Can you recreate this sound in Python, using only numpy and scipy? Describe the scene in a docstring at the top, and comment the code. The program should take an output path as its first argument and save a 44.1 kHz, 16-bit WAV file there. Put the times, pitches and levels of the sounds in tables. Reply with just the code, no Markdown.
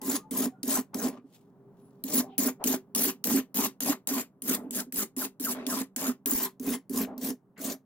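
"""Steel blade on a whetstone

A long steel blade is drawn by hand over a whetstone on a cloth on a wooden bench.
Each stroke ticks on landing, hisses as random grit clicks excite the edge, rasps in the stone
and booms in the bench-top resonances. Filtered noise gives a quiet workshop hum, cloth rustle and blade rings.
A pair of microphone ports listens from close by, through a short room tail."""
import sys
import numpy as np
from scipy import signal
from scipy.fft import rfft, irfft, next_fast_len
from scipy.io import wavfile
from scipy.ndimage import uniform_filter1d

SR = 44100
rng = np.random.default_rng(int(sys.argv[2]) if len(sys.argv) > 2 else 0)


def to_wav(s):
    """Save 16-bit WAV."""
    ch = np.atleast_2d(s).T  # columns
    pcm = np.round(np.clip(ch, -1, 1) * 32767)  # PCM
    wavfile.write(sys.argv[1], SR, pcm.astype(np.int16))


N = 346185

# Workshop hum colour: freq_hz, relative_db
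HUM_COLOUR = [(30, -37), (90, -21), (130, -5.5), (200, -4.5), (330, -13), (600, -19), (1100, -25.5),
              (2500, -48.5), (5000, -56), (16000, -49)]
# Hum lines: freq_hz, resonator_width_hz, relative_db
HUM_LINES = [(135, 10, -4), (192, 10, 4), (266, 10, 1)]
# Hum swell: time_s, gain_db
HUM_SWELL = [(0, 6), (1.3, 0.5), (1.7, 5), (4.3, -0.5), (7.85, -2.5)]
# Thin tone coming and going in the hum: time_s, level_db
WHINE_LEVEL = [(0, -81), (1.2, -70), (1.55, -59.5), (3, -65), (4.3, -71.5), (7.85, -74)]
# Room decay: freq_hz, t60_s
ROOM_DECAY = [(300, 0.097), (2000, 0.15), (12000, 0.11)]
# Port likeness: freq_hz, left_right_likeness (0-1)
PORT_LIKENESS = [(70, .3), (130, .98), (400, .99), (700, .8), (1300, .7), (2200, .45), (15000, .56)]
# Port balance: freq_hz, left_minus_right_db
PORT_BALANCE = [(60, 1.5), (200, -3), (550, 1.2), (1100, .3), (2200, 3.3), (15000, .7)]
# Blade working across the front of the ports: time_s, left_lead_us
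PORT_LEAD = [(0, 22.6), (2.5, 63), (4.5, 86), (6, 94), (6.6, 10), (7.85, 6.6)]
# Hands and sleeve on blade and cloth: time_s, level_db
RUSTLE_LEVEL = [(1.22, -93), (1.31, -72), (1.355, -60.5), (1.41, -76), (1.56, -100), (1.72, -100),
                (1.78, -78), (2.03, -83.5)]
# Rustle colour: freq_hz, relative_db
RUSTLE_COLOUR = [(1500, -16.5), (3000, -8.5), (7000, -11.0), (15700, -11.0), (16000, -61.5)]
# Faint steady rings of the blade: start_s, end_s, pitch_hz, level_db
RINGS = [(0, 0.12, 1030, -50), (0, 0.06, 870, -54), (0, 0.09, 2000, -62), (.15, 0.27, 1220, -62),
         (0.44, 0.6, 740, -63), (0.21, 0.33, 860, -59), (.52, 0.63, 1420, -69), (2.2, 2.4, 778, -56)]
# Rings gliding as the contact slides along the blade: start_s, end_s, from_hz, to_hz, level_db
GLIDES = [(0.068, 0.17, 1900, 900, -60), (0.375, 0.458, 898, 1600, -46), (0.735, 0.786, 1244, 1564, -40.5),
          (0.976, 1.068, 1900, 873, -48.5), (3.564, 3.652, 835, 1295, -40),
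          (4.101, 4.206, 934, 1200, -45.5), (4.473, 4.582, 1800, 951, -43.5),
          (4.777, 4.82, 1870, 1276, -43), (4.97, 5.049, 1800, 1025, -46.5),
          (5.204, 5.252, 1800, 1082, -42.5), (5.443, 5.529, 1900, 727, -39), (5.688, 5.772, 1910, 889, -40),
          (5.755, 5.811, 955, 1290, -41), (6.025, 6.089, 1000, 1670, -42), (6.426, 6.496, 948, 1046, -44.5),
          (3.362, 3.407, 1200, 2065, -42.5)]
# Light scuffs: start_s, end_s, from_hz, to_hz, resonator_width_hz, level_db
SCUFFS = [(0.931, 0.959, 730, 976, 830, -43), (7.055, 7.175, 1700, 830, 900, -60),
          (2.275, 2.378, 3400, 2700, 1320, -67.5), (2.594, 2.651, 570, 970, 420, -40),
          (5.541, 5.656, 2500, 1300, 2050, -60), (7.56, 7.623, 2000, 1400, 1300, -54),
          (1.78, 1.92, 10300, 10300, 460, -71.5)]
# Knocks through the bench legs: start_s, peak_db
KNOCKS = [(4.975, -49), (6.345, -41)]
# Edge catching or blade set down, bench booming: start_s, level_db
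CATCHES = [(.076, -21), (0.134, -22), (.461, -20.5), (0.674, -20), (1.238, -39.5), (2.454, -14.5),
           (2.736, -42), (3.064, -20.5), (3.313, -18.5), (3.34, -12), (3.366, -19.5), (3.611, -22.5),
           (3.889, -14.5), (4.105, -22.5), (4.159, -23.5), (4.66, -31), (6.08, -15.5), (6.32, -19),
           (6.374, -29), (7.3, -22), (7.593, -34.5)]
# Bench-top modes: freq_hz, width_hz, relative_db
BENCH_MODES = [(229.2, 84.5, -5), (264.8, 34.5, 3), (383.3, 20, -5.5), (477, 73, -13)]
# Broad bench shake under the modes: freq_hz, relative_db
BENCH_SHAKE = [(30, -32.5), (100, -55.5), (165, -37.5), (500, -42.5)]
# Stone modes: freq_hz, width_hz, relative_db
STONE_MODES = [(611, 73, 12.5), (800, 42, 7), (868, 31, 9), (1023, 33, 10.5), (1123, 110, 7.5),
               (1520, 4100, -5)]
# Blade spine modes: freq_hz, width_hz, relative_db
SPINE_MODES = [(1440, 240, -0.5), (1830, 430, 6.5), (2445, 570, -1)]
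# Edge biting coarser grit in mid-stroke: time_s, level_db
BITES = [(2.189, -24.5), (2.6743, -20), (3.2715, -22.5), (3.5713, -24), (4.1814, -32), (4.7476, -25),
         (4.9596, -28)]
# Landing chatter colour: freq_hz, relative_db
CHATTER_COLOUR = [(300, -25.5), (4000, -7.0), (11000, -1.5), (17000, -8.0)]
# Scratched edge colour, then its top end: freq_hz, relative_db
SCRATCH_COLOUR = [(1290, -37.5), (2200, -16.5), (6300, -4.5), (6840, -1.5), (9050, -7.5), (14700, -8),
                  (15700, -2)]
SCRATCH_TOP = [(15850, -10.5), (16050, -74.5)]
# Blade rings: freq_hz, width_hz, db_over_scratch
BLADE_MODES = [(6900, 430, -10), (10560, 710, 4), (12580, 510, 8), (14460, 760, 6)]
# Strokes: landing_s, run_up_s, contact_s, slow_start_db, scratch_db, boom_db, rasp_db, tick_db, thump_db,
# edge_brightness_db_per_octave, stone_tone_db_per_octave
STROKES = [ (0.016, 0.093, .15, 21, -31, -35, -42, -37, -30.5, 0.2, 3),
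           (0.3098, 0.08, .15, 10.5, -32, -32.5, -41, -32.5, -21.5, -0.5, -0.5),
           (.631, 0.071, .16, 24.5, -28.5, -35, -39.5, -24.5, -25, 0.6, -0.5),
           (0.9443, 0.085, 0.14, 15, -34, -31.5, -40, -28.5, -26.5, -0.5, -4),
           (2.0384, 0.12, 0.17, 26.5, -27, -31, -38.5, -31, -28, -1, -0.5),
           (2.38, 0.088, .11, 1.5, -29, -32, -39.5, -22, -21, 0.5, -0.5),
           (2.64, 0.038, 0.11, 9, -30, -31, -40, -20.5, -27, -1.5, 1),
           (2.9493, 0.028, 0.15, 3.5, -28, -33.5, -41.5, -20, -29, -0.5, 4),
           (3.2407, 0.041, 0.15, 8.5, -30.5, -31, -39, -20, -30, -1, 2.5),
           (3.5437, 0.032, 0.12, 6.5, -29.5, -33, -41, -44, -36, -1, 5.5),
           (3.8053, 0.086, 0.12, 12.5, -29, -33.5, -36, -24.5, -49.5, -3.7, -0.5),
           (4.0725, 0.012, 0.14, 8, -32.5, -40.5, -41.5, -23, -53, -1.5, 2.5),
           (4.4208, 0.073, 0.13, 29, -28.5, -32.5, -41.5, -31.5, -33, 1.5, 4.5),
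           (4.708, 0.05, 0.098, 26, -29.5, -38, -45, -34, -31.5, -0.5, -1),
           (4.9233, 0.057, 0.11, 23.5, -29.5, -37, -46.5, -32, -38, 0.8, 4),
           (5.1652, 0.037, 0.088, 12, -32, -39, -46.5, -32.5, -22, 0, 4),
           (5.398, 0.049, 0.13, 16.5, -32, -38.5, -46.5, -36, -25.5, 1, 2),
           (5.666, 0.037, 0.15, 13.5, -33, -35.5, -40, -24, -23, -2, 0),
           (5.962, 0.034, 0.14, 5.5, -35.5, -36, -41, -24, -41, -1.2, 2),
           (6.2589, 0.033, 0.2, 4.5, -31, -40, -45.5, -21, -24.5, 5.5, 6),
           (6.5976, 0.083, 0.15, 26, -35.5, -33, -43.5, -42.5, -24.5, 2.9, 4),
           (6.8956, 0.068, 0.14, 25, -34, -31.5, -43, -39, -23.5, 0.5, 2),
           (7.1791, 0.053, 0.13, 34, -35.5, -36, -46, -38, -28, -2.6, -2.5),
           (7.578, 0.076, 0.15, 25.5, -35, -36.5, -41, -68, -56, -3, -8.5)]
# Light return drags: start_s, length_s, scratch_db, boom_db, rasp_db, stone_tone_db_per_octave
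DRAGS = [(1.097, 0.089, -58.5, -45.5, -48.5, -2.5), (2.214, 0.092, -75, -47.5, -47, -10.5),
         (4.574, 0.13, -56.5, -40, -45.5, -9), (4.817, 0.063, -77, -48.5, -74, -4),
         (5.549, 0.127, -59, -38.5, -37.5, -2.5), (7.061, 0.22, -81, -41, -43, -12.5)]
# Per layer (scratch, boom, rasp): share of slow_start_db felt
SLOW_SHARE = [0.87, 0.5, 0.85]
# Per layer: level change from landing to lift (dB)
BUILD_DB = [-3.5, -1, 2.5]
# Per layer: fade along a return drag (dB/s)
DRAG_FADE_DB_PER_S = [248, 40, 104.5]
# Per layer: fade as the edge leaves the stone (dB/s)
LIFT_DB_PER_S = [895, 504, 598]

HUM_DB = -61
WHINE_HZ, WHINE_RESONATOR_WIDTH_HZ = 400, 8
RING_RESONATOR_WIDTH_HZ, GLIDE_RESONATOR_WIDTH_HZ = 40, 220
THUMP_SPREAD = 0.07  # largest share of detuning
UPPER_THUMP_DB = -14  # second bench mode, before its random offset
# Contact runs toward the thin tip: spine level at the lift, rise, power of the travel
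SPINE_LIFT_DB, SPINE_RISE_DB, SPINE_CURVE = -14.5, 2.5, 4.2
STONE_RISE_DB_PER_OCTAVE, EDGE_DULLING_DB_PER_OCTAVE = 5.9, 1  # tilt change over a stroke
BAND_EDGE_HZ = 16950
FRAME = 256  # samples


def amp(db):
    """Amplitude ratio of a dB value."""
    return 10 ** (np.asarray(db) / 20)


def evened(x):
    """Scales to unit RMS."""
    return x / np.sqrt(np.mean(x ** 2) + 1e-20)


def read(points, hz):
    """Curve value, interpolated over log frequency."""
    freq_hz, value = np.transpose(points)
    return np.interp(np.log(hz + 1), np.log(freq_hz + 1), value)


def envelope(rows):
    """Gain over time from a dB curve, silent outside it."""
    time_s, db = np.transpose(rows)
    return amp(np.interp(np.arange(N) / SR, time_s, db, left=-200, right=-200))


def held(rows):
    """Each (time_s, value) row holds until the next."""
    time_s, value = np.transpose(rows)
    return value[np.maximum(np.searchsorted(time_s, np.arange(N) / SR) - 1, 0)]


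def strikes(events):
    """One impulse at each (time_s, level_db) event."""
    train = np.zeros(N)
    for time_s, db in events:
        train[round(time_s * SR)] = amp(db)
    return train


def modes(table, hz):
    """Complex response of a set of resonances with alternating sign."""
    total = 0
    for k, (f, w, db) in enumerate(table):
        total = total + (-1) ** k * amp(db) * 1j * w * hz / (f * f - hz * hz + 1j * w * hz)
    return total


def below(hz, edge_hz):
    """Causal two-pole fall above an edge: cloth and wood swallow the treble."""
    return 1 / (1 + 1j * hz / edge_hz) ** 2


def filtered(x, response):
    """Applies a frequency response by FFT."""
    size = next_fast_len(N + SR // 2)
    return irfft(rfft(x, size) * response(np.fft.rfftfreq(size, 1 / SR)), size)[..., :N]


def grit(per_s, spread_db):
    """Random clicks of uneven size, two independent streams."""
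    size = amp(spread_db * np.minimum(rng.exponential(1, (2, N)), 5))
    signed = size * rng.standard_normal((2, N))
    return evened(signed * (rng.random((2, N)) < per_s / SR))


def patchy(x, patch_db, flicker_db, frames, bins, tilt_db=0, pivot_hz=10000):
    """The moving contact point favours other rings from moment to moment, the high ones most."""
    overlap = FRAME * 3 // 4
    hz, t, z = signal.stft(x, SR, nperseg=FRAME, noverlap=overlap)
    field = rng.standard_normal(z.shape[1:])
    field = uniform_filter1d(field, max(int(bins), 1), 0)
    patches = evened(uniform_filter1d(field, max(int(frames), 1), 1))
    flicker = evened(uniform_filter1d(rng.standard_normal(z.shape[2]), size=4))
    octaves = np.log2((hz[:, None] + pivot_hz / 10) / pivot_hz)
    tilt = np.interp(t, np.arange(N) / SR, tilt_db * np.ones(N)) * octaves
    depth = np.clip(hz[:, None] / pivot_hz, 0.5, 1)
    z = z * amp(patch_db * patches * depth + flicker_db * flicker + tilt)
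    return evened(signal.istft(z, nperseg=FRAME, noverlap=overlap)[1][:, :N])


def travel():
    """How far along its stroke the blade is, 0 at the landing and 1 at the lift."""
    strokes = np.array(STROKES)
    since_s = np.arange(N) / SR - held(strokes[:, [0, 0]])
    return np.clip(since_s / held(strokes[:, [0, 2]]), 0, 1)


def contact(layer):
    """Layer gain: sudden at the landing, rising as the blade gathers speed, fading after the lift."""
    age_s, db = np.arange(SR // 2) / SR, np.full(N + SR, -200.)
    for land_s, run_up_s, length_s, slow_db, *levels in np.array(STROKES)[:, :7]:
        slow = SLOW_SHARE[layer] * slow_db * np.maximum(1 - age_s / run_up_s, 0)
        build = BUILD_DB[layer] * (np.minimum(age_s / length_s, 1) - 1 / 2)
        lift = LIFT_DB_PER_S[layer] * np.maximum(age_s - length_s, 0)
        part = db[round(land_s * SR):][:len(age_s)]
        part[:] = np.maximum(part, levels[layer] - slow + build - lift)
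    for start_s, length_s, *levels in np.array(DRAGS)[:, :5]:
        lift = LIFT_DB_PER_S[layer] * np.maximum(age_s - length_s, 0)
        fade = DRAG_FADE_DB_PER_S[layer] * age_s + lift
        part = db[round(start_s * SR):][:len(age_s)]
        part[:] = np.maximum(part, levels[layer] - fade)
    return amp(db[:N])


def workshop():
    """Workshop hum: a low noise wash with a few wavering lines from narrow resonances."""
    def colour(hz):
        power = amp(read(HUM_COLOUR, hz)) ** 2
        for f, w, db in HUM_LINES:
            power = power + amp(db) ** 2 * abs(modes([(f, w, 0)], hz)) ** 4
        return np.sqrt(power)

    wash = evened(filtered(rng.standard_normal((2, N)), colour))
    return amp(HUM_DB) * wash * envelope(HUM_SWELL)


def whine():
    """A thin wavering machine tone: noise through a narrow squared resonance."""
    def response(hz):
        return modes([(WHINE_HZ, WHINE_RESONATOR_WIDTH_HZ, 0)], hz) ** 2

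    return evened(filtered(rng.standard_normal((2, N)), response)) * envelope(WHINE_LEVEL)


def room(x):
    """A short dense noise tail whose decay time depends on frequency."""
    hz, t, z = signal.stft(rng.standard_normal((2, SR // 2)), SR, nperseg=FRAME)
    decay = amp(-60 * t / read(ROOM_DECAY, hz)[:, None])
    tail = signal.istft(z * decay, SR, nperseg=FRAME)[1]
    tail = np.pad(tail / np.linalg.norm(tail[0]), ((0, 0), (150, 0)))  # delay in samples
    return signal.oaconvolve(x, tail, axes=1)[:, :N]


def rustle():
    """Soft brushing of skin and cloth: dense random clicks, coloured and patchy."""
    brushing = filtered(grit(20000, 1.0), lambda hz: amp(read(RUSTLE_COLOUR, hz)))
    return patchy(brushing, patch_db=2, flicker_db=3, frames=30, bins=3) * envelope(RUSTLE_LEVEL)


def tones():
    """Rings, glides and scuffs: noise through a resonance that may glide, swelling and fading."""
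    rows = [(a, b, hz, hz, RING_RESONATOR_WIDTH_HZ, db) for a, b, hz, db in RINGS]
    rows += [(a, b, low, high, GLIDE_RESONATOR_WIDTH_HZ, db) for a, b, low, high, db in GLIDES]
    out = np.zeros((2, N))
    for start_s, end_s, from_hz, to_hz, width_hz, db in rows + SCUFFS:
        a, b = round(max(start_s, 0) * SR), round(end_s * SR)
        carrier = np.exp(2j * np.pi * np.cumsum(np.geomspace(from_hz, to_hz, b - a)) / SR)
        pole = np.exp(-np.pi * width_hz / SR)
        noise = rng.standard_normal((2, 2, SR // 4))[..., :b - a]
        slow = signal.lfilter([1], [1, -2 * pole, pole ** 2], noise)
        ring = evened((carrier * (slow[0] + 1j * slow[1])).real)
        out[:, a:b] += amp(db) * np.sqrt(np.hanning(b - a)) * ring
    return out


def thumps():
    """Two main bench modes, randomly detuned, swell at each landing and catch; dull knocks are added."""
    t, out = np.arange(4000) / SR, np.zeros(N + 4000)
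    swell = (t / 0.017 * np.exp(1 - t / 0.012)) ** 2
    events = [(row[0], row[8]) for row in STROKES] + CATCHES
    draws = rng.uniform(-0.89, 1, (len(events), 3))
    for (time_s, db), (low, high, share) in zip(events, draws):
        main = np.sin(2 * np.pi * BENCH_MODES[1][0] * (1 + THUMP_SPREAD * low) * t)
        upper = np.sin(2 * np.pi * BENCH_MODES[2][0] * (1 + THUMP_SPREAD * high) * t)
        pair = main + amp(UPPER_THUMP_DB + 6.0 * share) * upper
        out[round(time_s * SR):][:len(t)] += amp(db) * swell * pair
    push = np.hanning(700) * np.cos(2 * np.pi * 45 * (t[:700] - t[350]))  # 45 Hz
    return out[:N] + signal.oaconvolve(strikes(KNOCKS), push)[:N]


def bench():
    """Uneven jolts from the coarse stone ring the bench top; thumps are added."""
    def body(hz):
        return (modes(BENCH_MODES, hz) + amp(read(BENCH_SHAKE, hz))) * below(hz, 1000)

    jolts = grit(1500, 2.0)
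    level = np.sqrt(np.mean(filtered(jolts, body) ** 2))
    return filtered(jolts * contact(1), body) / level + thumps()


def rasp():
    """The drag rings the stone; the spine joins as far as the edge scratches too."""
    drag, along = contact(2), travel()
    tone = held(sorted([(row[0], row[-1]) for row in STROKES + DRAGS]))
    tone = tone + STONE_RISE_DB_PER_OCTAVE * (along - 1 / 2)
    stone = filtered(grit(9000, 0.32), lambda hz: modes(STONE_MODES, hz) * below(hz, 3300))
    spine = filtered(grit(9000, 0.52), lambda hz: modes(SPINE_MODES, hz) * below(hz, 1900))
    stone = patchy(stone, patch_db=3.5, flicker_db=2.5, frames=30, bins=2.5, tilt_db=tone, pivot_hz=920)
    spine_db = SPINE_LIFT_DB - SPINE_RISE_DB * (1 - along ** SPINE_CURVE)
    return drag * stone + amp(spine_db) * np.sqrt(drag * contact(0)) * evened(spine)


def landings():
    """A few milliseconds of bright chatter as the edge touches down or bites."""
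    t = np.arange(600) / SR
    hits = strikes(np.array(STROKES)[:, [0, 7]]) + strikes(BITES)
    chatter = signal.oaconvolve(hits, np.exp(-(t / 0.0047) ** 2))[:N]
    noise = evened(filtered(grit(15000, 0.76), lambda hz: amp(read(CHATTER_COLOUR, hz))))
    return chatter * patchy(noise, patch_db=7.0, flicker_db=0, frames=16, bins=5)


def steel(hz):
    """Colour of the scratched edge: a broad rise to the treble with the blade's rings on top."""
    rings = sum(abs(modes([mode], hz)) ** 2 for mode in BLADE_MODES)
    return amp(read(SCRATCH_COLOUR + SCRATCH_TOP, hz)) * np.sqrt(1 + rings)


def scratch():
    """Dense grit under the edge plus sparser crisp grains; blade angle sets each stroke's brightness."""
    brightness = held(np.array(STROKES)[:, [0, 9]]) - EDGE_DULLING_DB_PER_OCTAVE * (travel() - 1 / 2)
    dense = filtered(grit(20000, 0.52), steel)
    dense = patchy(dense, patch_db=6.0, flicker_db=2.5, frames=15, bins=3.8, tilt_db=brightness)
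    grains = evened(filtered(grit(1500, 2.6), steel))
    return (dense + amp(-11.5) * grains) * contact(0)


def ports(pair):
    """Mixes two streams into left and right with the likeness, balance and delay of the ports."""
    hz, t, (left, apart) = signal.stft(pair, SR, nperseg=512)
    hz = hz[:, None]
    like = np.clip(read(PORT_LIKENESS, hz), 0, 1)
    side = amp(read(PORT_BALANCE, hz) / 2)
    lead_s = np.interp(t, *np.transpose(PORT_LEAD)) / 10 ** 6
    late = np.exp(-2j * np.pi * hz * lead_s)
    right = like * late * left + np.sqrt(1 - like ** 2) * apart
    return signal.istft(np.array([left * side, right / side]), SR, nperseg=512)[1][:, :N]


def scene():
    """Sums the work, its room tail and the workshop at the ports."""
    work = scratch() + landings() + bench() + rasp() + rustle() + tones()
    return ports(work + amp(-12.5) * room(work) + workshop() + whine())


def record(dry):
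    """Low-pass band limit."""
    lowpass = signal.firwin(511, BAND_EDGE_HZ, window=("kaiser", 9), fs=SR)
    return signal.oaconvolve(dry, lowpass[None], "same")


dry = scene()
out = record(dry)
to_wav(out)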